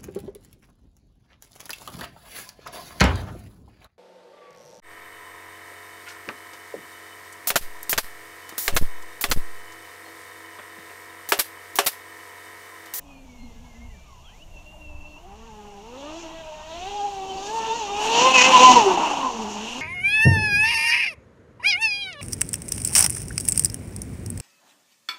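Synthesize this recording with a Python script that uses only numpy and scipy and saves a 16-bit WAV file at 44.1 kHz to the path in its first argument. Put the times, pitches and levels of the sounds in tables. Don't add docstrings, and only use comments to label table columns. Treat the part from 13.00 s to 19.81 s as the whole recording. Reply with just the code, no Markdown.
import sys
import numpy as np
from scipy import signal
from scipy.fft import rfft, irfft, next_fast_len
from scipy.io import wavfile
from scipy.ndimage import uniform_filter1d, minimum_filter1d

SR = 44100
rng = np.random.default_rng(int(sys.argv[2]) if len(sys.argv) > 2 else 0)


def ratio_of_db(decibels):
    return 10 ** (np.asarray(decibels, float) / 20)


def log_audio(samples):
    frames = np.atleast_2d(samples).T
    limited = np.clip(frames, -1, 1)
    pcm = np.round(limited * 32767).astype(np.int16)
    wavfile.write(sys.argv[1], SR, pcm)


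N = 300321
T = np.arange(N) / SR

NEAR = np.clip((T - 2.25) / 0.02, 0, 1)
FULL = np.clip(np.minimum(T - 5.1, 5.86 - T) / 0.22, 0, 1)
COASTING = np.clip((T - 5.83) / 0.1, 0, 1)

# freq_hz, density_db_per_hz
SPRAY_SPECTRUM = [(790, 21), (1350, -12), (1460, -15.5), (1630, -18), (2040, -20), (2430, -14.5),
                  (2800, -3), (3590, -8.5), (4500, -15), (5850, -41), (9900, -120)]
# centre_s, level_db, length_s
SPLASHES = [(3.2, 0.5, 0.046), (4.47, 4, 0.011), (5.06, 3, 0.037), (5.13, 2, 0.017), (5.3, -2.5, .04),
            (5.5, -3.5, 0.028), (5.21, 6, 0.059), (5.4, 6.5, 0.061), (5.66, 3.5, 0.017), (5.88, -1, 0.039),
            (6.1, 2.5, 0.074)]
# centre_s, level_db, length_s
CHURN = [
    (2.4, 2, .15),
    (3.4, 3, 0.092),
    (3.9, 3, 0.19),
    (4.4, -6, 0.33),
    (4.66, 6, 0.066),
    (4.95, -1, 0.056),
    (5.42, 6, 0.13),
    (6.38, -1, 0.19),
    (6.68, 3.5, 0.11),
]


def curves(table):
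    s, *columns = np.transpose(table)
    return [np.interp(T, s, column) for column in columns]


def bumps(rows):
    out = np.zeros(N)
    for s, size, length_s in rows:
        first = max(int((s - 3 * length_s) * SR), 0)
        part = slice(first, int((s + 3 * length_s) * SR))
        out[part] += size * np.exp(-((T[part] - s) / length_s) ** 2)
    return out


def colour_db(spectrum, hz):
    table_hz, table_db = np.transpose(spectrum)
    return np.interp(np.log(hz), np.log(table_hz), table_db)


def walk(rate_hz):
    hold = int(SR / rate_hz)
    steps = np.repeat(rng.standard_normal(N // hold + 1), hold)
    x = uniform_filter1d(uniform_filter1d(steps, hold), hold)[:N]
    return x / x.std()


def noise(spectrum, lo_hz, hi_hz, ref_hz=None, grain_db=0.0):
    size = next_fast_len(N)
    hz = np.arange(size // 2 + 1) * SR / size + 1
    power_order = 2 / 0.11
    edges = 1 / np.sqrt((1 + (lo_hz / hz) ** power_order) * (1 + (hz / hi_hz) ** power_order))
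    grains_db = grain_db * np.minimum(rng.exponential(size=size), 6)
    source = rng.standard_normal(size) * ratio_of_db(grains_db)
    shaped = rfft(source) * ratio_of_db(colour_db(spectrum, hz)) * edges
    lo, hi = ref_hz or (lo_hz, hi_hz)
    power = 2 * np.sum(np.abs(shaped[(hz > lo) & (hz < hi)]) ** 2) / size ** 2
    return irfft(shaped, size)[:N] / np.sqrt(power)


def drive():
    shaft = shaft_motion()
    return shaft_and_blades(shaft) + pole_whine(shaft) + hull_rocking(shaft) + blade_slaps(shaft)


def shaft_motion():
    # start_s, shaft_hz, drive_db
    far = [
        (0.0, 140.6, -63),
        (.1, 139.7, -56.5),
        (.42, 118.1, -59),
        (.87, 118.1, -58.5),
        (1.05, 69.6, -70.5),
        (1.18, 53.3, -59.5),
        (1.27, 74, -71.5),
        (1.43, 157.4, -61),
        (2.17, 149.4, -59.5),
    ]
    # start_s, shaft_hz, drive_db
    run_in = [(2.271, 189.3, -57.5), (2.37, 212, -55), (2.8, 202.2, -54), (3.16, 329, -44),
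              (3.59, 306, -47), (3.741, 327.4, -45.5), (3.9, 401, -45), (4.391, 383, -38.5),
              (4.56, 451, -35.5), (4.75, 441.8, -34), (4.89, 399, -37.5), (5.05, 430.2, -33.5),
              (5.26, 522.6, -25.5), (5.76, 499, -20), (5.84, 401, -31), (6.07, 305.2, -38.5),
              (6.45, 208.1, -36.5), (6.6, 210.6, -39), (6.81, 262.7, -43)]
    # centre_s, speed_change_percent, length_s
    surges = [(.45, 2.5, 0.027), (.54, -3, 0.034), (.67, 3, .04), (.755, -3.5, 0.042), (.93, 6, 0.053),
              (1.46, 6, 0.043), (1.595, -5.5, 0.075), (1.74, 1.5, 0.045), (1.93, -3, 0.07),
              (2.46, 8.5, 0.078), (3.21, 4.5, 0.029), (4.07, 3, 0.077), (4.21, -1.5, 0.054),
              (4.46, -2, 0.0283), (4.775, 9, 0.037), (3.39, 2.5, .07), (5.18, -3, 0.051), (5.31, 1, 0.03),
              (5.4, -3.5, 0.03), (5.48, 1.74, 0.03), (5.585, -2, .025), (3.96, 2, .04)]
    hz, drive_db = curves(far + run_in)
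    hz = hz * (1 + bumps(surges) / 100)
    turn_rad = 2 * np.pi * np.cumsum(hz * (1 + 0.00413 * walk(30))) / SR
    return hz, drive_db, turn_rad


def tone(shaft, order, db, flutter_db, blur_rad=0.0):
    turn_rad = shaft[2]
    wander_rad = blur_rad * walk(40 + 4 * order) + 2 * np.pi * rng.random()
    flutter = 0.9 * walk(20 + 5 * order) + 0.3 * walk(11)
    return np.sqrt(2) * ratio_of_db(db + flutter_db * flutter) * np.sin(order * turn_rad + wander_rad)


def housed_db(shaft, order, db):
    # freq_hz, gain_db
    housing = [(200, 0.2), (650, 0), (800, 4), (1000, 2.5), (1300, -10.5), (1650, -13.5), (2100, -5),
               (2750, 6)]
    hz, drive_db, _ = shaft
    return drive_db + db + colour_db(housing, order * hz)


def shaft_and_blades(shaft):
    # centre_s, level_db, length_s
    shaft_fades = [(1.9, 3, 0.045), (3.16, 4, 0.15), (4.5, -4, 0.11), (4.58, -8, 0.019), (5.7, -9, 0.04),
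                   (3.583, -38, 0.12), (3.9, -3, 0.023), (5.3, -2, 0.018), (4.46, 4.5, 0.048),
                   (5.326, -5, 0.037), (6.3, -8, 0.021), (3.67, 12, .04), (5.5, 1.5, 0.024),
                   (5.552, -20, .025), (3.4, -2, 0.026), (3.05, 3, 0.023), (5.62, 4, 0.015),
                   (5.738, -9, 0.022), (5.875, 16.5, 0.036), (5.5, 6.5, 0.022), (5.8, -7.5, 0.071),
                   (5.782, 13, 0.023), (5.96, 4.5, .025), (5.6, 5, .03), (5.7, -6, 0.034), (3.4, -6, 0.011),
                   (4.65, -17, 0.017), (3.6, -6, .015), (4.3, 3, .03), (5.25, 2.5, 0.034), (5.37, 4.5, .02),
                   (5.63, 1.5, 0.026), (6.4, 4, .03)]
    blade_fades = [(3.52, 5, .04), (.44, 6.5, 0.033), (0.91, -5, 0.041), (1.48, -10.5, 0.15),
                   (2.2, -11, 0.017), (2.364, -4, 0.1), (3.21, -24, 0.025), (3.59, -4.5, 0.086),
                   (3.73, 5.5, 0.029), (3.9, -31, 0.0061), (4.03, 8.5, 0.16), (4.11, -12, 0.013),
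                   (4.2, -3, .04), (4.49, -6, 0.058), (4.62, -10, 0.0067), (4.69, -4, .012), (5.2, -2, .03),
                   (4.72, 3, .015), (4.745, -11, 0.0084), (4.78, -6, 0.018), (4.88, -8, .018),
                   (3.84, 3, 0.025), (3.1, -2, 0.026), (5.43, -4.5, 0.038), (5.5, -12, 0.024),
                   (5.555, 6, 0.017), (5.618, -11, 0.0089), (5.66, 10, 0.047), (5.742, -18, 0.012),
                   (5.772, 8, 0.016), (5.4, -7, .015), (5.885, 5, 0.029), (5.97, 9, 0.022), (6.35, 4, .03),
                   (6.42, 5, 0.029), (3.8, 1.5, .05), (3.3, -7, 0.034), (3.96, 2, .02), (4.41, -10, 0.0073),
                   (5.27, 3, .03), (5.335, -2.5, 0.014), (6.3, 4, .004), (.53, -10, .02), (.62, 4, .04),
                   (0.723, -8, .02), (0.835, 5, 0.041), (5.38, 3.5, 0.016), (5.14, -5, .02),
                   (5.02, -4.5, .05), (1.74, -13, 0.028), (1.69, 4, .025), (2.2, 3, 0.035), (1.7, -6, .05)]
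    second_fades = [(1.92, 8, 0.27), (0.33, -2, .08), (1.73, 3, .06), (2.25, 8, 0.059), (2.4, -11, 0.033),
                    (2.52, 7.5, 0.075), (2.76, 7, 0.093), (3.4, -6, .05), (4.08, -13, .05),
                    (4.88, -12, 0.026), (5.4, 11.5, 0.073), (5.53, -5, 0.025), (6.25, 15, 0.047),
                    (5.9, 14, 0.034), (5.2, -4, .06), (5.31, -4, .03), (5.56, -4, .03), (4.27, -4.5, 0.098),
                    (4.52, -10, .015), (4.48, 4, .03), (4.62, 4, .02), (4.75, -8, 0.018), (5.02, 4, .03),
                    (3.08, 6, 0.041), (3.75, 7, 0.052), (4.03, 9, .03), (5.82, -6, .03), (5.25, -4, .03)]
    third_fades = [(2.6, -11, .15), (3.33, -10, 0.099), (3.52, 4, 0.05), (3.8, -2, .1), (4.45, -1, .1),
                   (4.9, 10, 0.037), (5.55, 4, 0.13), (5.9, 12, 0.058), (3.12, 3.5, 0.051),
                   (3.2, -7, 0.044), (4.65, 3, .06), (5.47, 6, .04), (4.0, 2, .06)]
    blade_db = 4 + bumps(blade_fades) - 9 * COASTING
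    second_db = -4.5 - 4 * COASTING - 2 * (1 - NEAR) + bumps(second_fades)
    third_db = -6.5 + bumps(third_fades) - 9 * COASTING
    out = NEAR * tone(shaft, 1, housed_db(shaft, 1, bumps(shaft_fades)), 2.2, 0.37)
    out += tone(shaft, 2, housed_db(shaft, 1.81, blade_db), 1.4, 0.65)
    out += tone(shaft, 4, housed_db(shaft, 4.05, second_db), 4.0, 1.17)
    out += NEAR * tone(shaft, 3, housed_db(shaft, 3, third_db), 3.34, 0.89)
    return out


def pole_whine(shaft):
    # centre_s, level_db, length_s
    whine_fades = [(.06, -13.5, 0.13), (.54, -6, 0.056), (.75, -2, 0.028), (.82, 2, 0.022), (.96, 5, 0.044),
                   (1.09, 9.5, 0.036), (1.425, 7.5, 0.016), (1.84, 3.5, 0.071), (.2, -4, 0.028),
                   (1.28, 16, 0.05), (1.49, -24, 0.046), (1.648, -29, 0.0075), (1.0, 7, .015),
                   (.39, -4, 0.018), (.62, -12, .035), (.005, -8, .02), (.25, -11, 0.022),
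                   (.79, -12, 0.016), (1.03, -8, .012), (1.13, 7, 0.046), (1.35, 4, .04), (.13, 5.5, .05),
                   (.45, -2, .03), (.69, 0, .03), (1.52, 10, .015), (1.58, 5, 0.018), (1.69, 5.5, 0.026),
                   (1.78, -11, .012), (2.08, 1, .03)]
    poles = 18
    sinking_db = -400 * np.maximum(T - 2.18, 0)
    whine_db = housed_db(shaft, poles, 2.1 + bumps(whine_fades) + sinking_db)
    braking = np.clip(1.2 - np.abs(T - 1.08) / 0.09, 0, 1)
    return tone(shaft, poles, whine_db, 3.5, 0.9) + braking * tone(shaft, 2 * poles, -75, 2.5)


def hull_rocking(shaft):
    # centre_s, level_db, length_s
    half_fades = [
        (5.3, -2, .04),
        (5.42, -5, .04),
        (5.52, -1, .03),
        (5.72, 3.5, .04),
    ]
    splash_db, churn_db = bumps(SPLASHES), bumps(CHURN)
    out = tone(shaft, 0.5, housed_db(shaft, 0.5, -7.5 + bumps(half_fades)), 2.5, 0.73)
    out += tone(shaft, 1.5, housed_db(shaft, 1.4, -6.5), 6.2, 0.35)
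    out += tone(shaft, 5, housed_db(shaft, 4.9, -11 + 1.2 * splash_db + 1.6 * churn_db), 4.1, 1.25)
    out += tone(shaft, 6, housed_db(shaft, 4.9, -21 + 0.74 * splash_db), 5.4, 0.8)
    for order in (2.5, 3.5, 4.5, 5.5):
        order_db = -11 - 3 * (order > 5) + churn_db
        out += tone(shaft, order, housed_db(shaft, order, order_db), 2.3, 1.94)
    return FULL * out


def blade_slaps(shaft):
    # shaft_order, centre_s, level_db, length_s
    overtone_swells = [(6, 3.34, 5.5, 0.076), (7, 4.78, -10, .05), (7, 3.85, 6, .1), (8, 4.0, 5, .05),
                       (10, 3.92, 4, .08), (9, 4.8, 5, .08), (8, 5.6, 8, 0.064), (9, 5.4, -5, .08),
                       (9, 4.4, 0, .15), (5, 2.95, 2, .08), (6, 2.76, -8, .05), (7, 5.45, 2, 0.092),
                       (5, 4.06, -8, .15), (5, 4.5, -9, .15), (5, 4.8, -12, .1), (6, 4.6, 6.5, 0.054),
                       (6, 4.7, 10, .05), (8, 4.3, 9, .04), (8, 4.71, 9, 0.036), (7, 4.55, -8, 0.16),
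                       (6, 4.98, 8, 0.049), (7, 4.93, 5, 0.046), (8, 4.2, -7, .03), (8, 4.78, -9, .04),
                       (6, 6.3, 9, .03), (6, 6.2, 5, .04), (6, 5.62, 12, 0.078), (8, 3.4, 3, .08),
                       (10, 3.35, 4, 0.081), (11, 3.3, 4, .06)]
    hz = shaft[0]
    load_db = wake_db(-41, 0.8, splash=0.6, churn=0.35) + 6 * np.log10(hz / 500) - 12 * COASTING
    planing = np.clip((hz - 370) / 40, 0, 1)
    out = np.zeros(N)
    for order in (1.5, 2.5):
        out += NEAR * planing * (1 - FULL) * tone(shaft, order, load_db - 11, 4.0, 0.55)
    for order in range(5, 14):
        swells = [row[1:] for row in overtone_swells if round(row[0]) == order]
        slope_db = -3 - 2.5 * (order % 2) - (order - 5)
        db = load_db + 0.45 * colour_db(SPRAY_SPECTRUM, order * hz) + slope_db + bumps(swells)
        gate = NEAR * (1 - FULL * (order == 5))
        out += gate * tone(shaft, order, db, 4.5, 0.27 * order)
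    return out


def wake_db(db, slope, hull=0.0, splash=0.0, churn=0.0):
    # start_s, nearness_db, hull_contact_db
    wake = [(0, -65, 9), (1.1, -65.5, 3), (2.2, -64, 8), (2.52, -61, 3), (2.87, -59.5, 5), (3.1, -51, 4),
            (3.38, -53.5, -1.5), (3.62, -53, 0.5), (3.92, -47.5, -5), (4.2, -48.5, -4), (4.47, -42, -2.5),
            (4.9, -41.5, -1.5), (5.15, -33, 1.5), (5.7, -23, -0.5), (5.85, -34.5, 8.5), (6.08, -39, 14),
            (6.35, -44.5, 8.5), (6.81, -43, -2.5)]
    near_db, contact_db = curves(wake)
    level_db = db + slope * (near_db + 40) + hull * contact_db
    return level_db + splash * bumps(SPLASHES) + churn * bumps(CHURN)


def water():
    hops = walk(14)
    patter_db = wake_db(-48.5, 1.0, hull=0.29, splash=0.94, churn=0.69) + 1.1 * walk(25)
    patter = noise(SPRAY_SPECTRUM, 1440, 2410) * ratio_of_db(patter_db)
    return ratio_of_db(0.8 * hops + 0.44) * spray() + hull_slap(hops) + patter + landings()


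def spray():
    # freq_hz, density_db_per_hz
    mist = [(2530, -27), (4300, 5), (4930, -5), (5670, 1), (6670, 1), (7030, 0), (8140, -13.5), (8890, -22),
            (9670, -32.5), (11100, -30), (12300, -37), (15000, -38)]
    # centre_s, level_db, length_s
    mist_gusts = [(3.0, 3, .04), (3.22, 2.5, .08), (3.6, -1, .08), (4.0, 1, 0.063), (4.33, -1, .05),
                  (4.57, 3, .03), (4.88, 1.5, 0.028), (5.03, 3, .03), (5.86, 2.5, 0.045), (5.98, -1, 0.035),
                  (6.43, 3.5, .02), (6.52, 3, .03), (6.7, 1.5, .08)]
    # centre_s, level_db, length_s
    grit = [
        (3.0, 7.5, .05),
        (3.37, 3, .07),
        (3.55, -1, .06),
        (3.73, 9, .05),
        (3.9, 4, .08),
        (4.05, 2, .06),
        (4.3, 2, .1),
        (4.95, -7, .06),
        (5.15, 5, .05),
        (6.25, 0.5, .1),
    ]
    gusts_db = bumps(mist_gusts)
    mist_db = wake_db(-41, 1.03, hull=0.054, splash=1.0) + gusts_db + 1.4 * walk(12)
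    coarse_db = wake_db(-43, 1.095, hull=0.21, splash=0.74, churn=1.0) + 0.96 * walk(9)
    grit_db = wake_db(-45.5, 0.99, hull=0.01, splash=0.32, churn=0.55) + bumps(grit) + 0.95 * walk(12)
    finest_db = wake_db(-63.5, 1.0, hull=0.11, splash=0.41) + gusts_db + 1.45 * walk(7.6)
    out = noise(mist, 4760, 7380, grain_db=2.5) * ratio_of_db(mist_db)
    out += noise(SPRAY_SPECTRUM, 2510, 2796) * ratio_of_db(coarse_db)
    out += noise(SPRAY_SPECTRUM, 3210, 4560, grain_db=0.5) * ratio_of_db(grit_db)
    out += noise(mist, 8800, 17000, ref_hz=(9000, 15000), grain_db=3.2) * ratio_of_db(finest_db)
    return out


def hull_slap(hops):
    # freq_hz, density_db_per_hz
    slap_spectrum = [(65, -56), (110, -13.5), (145, -16.5), (215, -9.5), (260, -8), (366, -8), (555, -11.5),
                     (598, -7.5), (954, -2), (1400, -21), (1820, -46), (3080, -120)]
    # centre_s, level_db, length_s
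    slap_lulls = [
        (4.4, -3.5, 0.1),
        (5.95, -1.5, .03),
        (4.9, 2, 0.089),
        (4.9, -2.5, .08),
    ]
    # centre_s, level_db, length_s
    thuds = [
        (3.65, -3.5, 0.079),
        (4.3, 3.5, 0.099),
        (4.62, 3, 0.027),
        (4.92, 4, .03),
        (5.42, -2, 0.095),
        (5.72, 3, .05),
        (5.93, 5, .04),
        (6.5, -2, .12),
    ]
    slap_db = wake_db(-37, 1.08, hull=0.75, splash=0.11) + bumps(slap_lulls)
    slap_db = slap_db + 2.0 * walk(35) + 0.19 * hops
    boom_db = wake_db(-42, 1.0, hull=0.41, splash=0.13) + bumps(thuds) + 1.5 * walk(36)
    slap = noise(slap_spectrum, 702, 1900, grain_db=2.0) * ratio_of_db(slap_db)
    return slap + noise(slap_spectrum, 121.5, 628) * ratio_of_db(boom_db)


def landings():
    # start_s, peak_db, ring_hz
    drops = [(5.845, -30, 805), (5.877, -21, 780), (5.94, -24, 963), (5.974, -10, 816), (5.998, -20, 964),
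             (6.017, -17, 936), (6.112, -12, 848), (6.136, -15, 785), (6.174, -34, 984), (6.193, -26, 820),
             (6.232, -20, 990), (6.254, -16, 1000), (6.062, -18, 899), (6.035, -20, 950)]
    out, t = np.zeros(N), np.arange(SR // 16) / SR
    envelope = np.exp(-t / 0.01) * (1 - np.exp(-t / 0.00022))
    for start_s, db, hz in drops:
        out[int(start_s * SR):][:len(t)] += ratio_of_db(db - 1.5) * envelope * np.sin(2 * np.pi * hz * t)
    return out


def far_bank(tones):
    t = np.arange(SR // 2) / SR
    tail = rng.standard_normal(len(t)) * np.exp(-t / 0.09)
    return ratio_of_db(-15) * signal.fftconvolve(tones, tail / np.sqrt(np.sum(tail ** 2)))[:N]


def birds():
    # start_s, length_s, # start_hz, end_hz, level_db,
    # roughness_hz
    notes = [(.92, .13, 2340, 2350, -58, 10), (1.24, .09, 3270, 3050, -54, 60),
             (1.245, .11, 2850, 2600, -57, 200), (.38, .09, 4200, 4180, -59, 20),
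             (.54, .15, 1720, 1630, -68, 15), (.66, .17, 1630, 1790, -63, 15),
             (.86, .1, 2800, 2760, -62, 30), (1.05, .12, 2300, 1960, -66, 15),
             (.6, .1, 3300, 3560, -68, 20), (.05, .08, 3280, 3280, -68, 20),
             (.1, .14, 4280, 4300, -67, 20), (2.07, .07, 4350, 4300, -68, 30)]
    out = np.zeros(N)
    for start_s, length_s, hz0, hz1, db, rough_hz in notes:
        part = np.clip((T - start_s) / length_s, 0, 1)
        hz = hz0 + (hz1 - hz0) * part + rough_hz * walk(400)
        level = ratio_of_db(db + 2.0 * walk(30)) * np.sin(np.pi * part) ** 0.38
        out += level * np.sin(2 * np.pi * np.cumsum(hz) / SR)
    return out


def wind():
    # centre_s, level_db, length_s
    gusts = [
        (.51, 8, 0.16),
        (.88, 9, 0.087),
        (1.52, 7, .07),
        (1.97, 8, 0.076),
        (2.4, 3.5, 0.18),
        (5.75, 8, 0.067),
    ]
    spectrum = [(15, 7.0), (30, 5.0), (45, -2.5), (70, 2.5), (140, -20.5)]  # freq_hz, density_db_per_hz
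    wind_db = -47.5 - 0.73 * T + bumps(gusts) + 1.4 * walk(5.9)
    return noise(spectrum, 12.5, 140) * ratio_of_db(wind_db)


def shore():
    # freq_hz, density_db_per_hz
    wash = [(59, -34), (100, 3), (180, 7.5), (345, -22.5), (703, 1.5), (943, -33), (1290, -22.5),
            (1590, -20.5), (2420, -14), (2810, -39), (3050, -50), (4270, -31), (6910, -20.5), (9670, -25),
            (15000, -25.5)]
    return noise(wash, 62, 15400) * ratio_of_db(-57.5 + 1.1 * walk(12))


def camera_tone():
    # freq_hz, level_db
    lines = [
        (7045, -75),
    ]
    return sum(ratio_of_db(db) * np.sin(2 * np.pi * hz * T) for hz, db in lines)


def scene():
    # centre_s, level_db, length_s
    skips = [(5.236, -2.5, 0.0045), (5.332, -6, 0.0077), (5.373, -5.5, 0.0051), (5.404, -5, 0.0069),
             (5.475, -1, 0.0065), (5.5, -4, 0.0051), (5.752, -4, 0.0038), (5.8, 0, 0.013),
             (5.968, -4, 0.0047), (6.09, -3, .008), (6.126, -2.5, .006), (6.155, -2, 0.013),
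             (5.433, -7.5, 0.0043), (5.588, -4.5, 0.0045), (5.618, -1, 0.011), (5.742, -2, 0.0077),
             (5.836, -1.5, 0.012)]
    tones = drive()
    chopped = tones * ratio_of_db(1.2 * walk(60))
    boat = ratio_of_db(bumps(skips)) * (chopped + far_bank(tones) + water())
    return (boat + birds() + wind() + shore() + camera_tone())[None, :]


def roll_off(x):
    return signal.sosfilt(signal.butter(12, 15170, fs=SR, output="sos"), x)


def record(dry):
    peak = -minimum_filter1d(-np.abs(dry), size=301, axis=1)
    crest = uniform_filter1d(peak, size=301, axis=1)
    held = dry / np.maximum(crest / 1.03, 1)
    return roll_off(np.clip(held, -1, 1))


dry = scene()
out = record(dry)
log_audio(out)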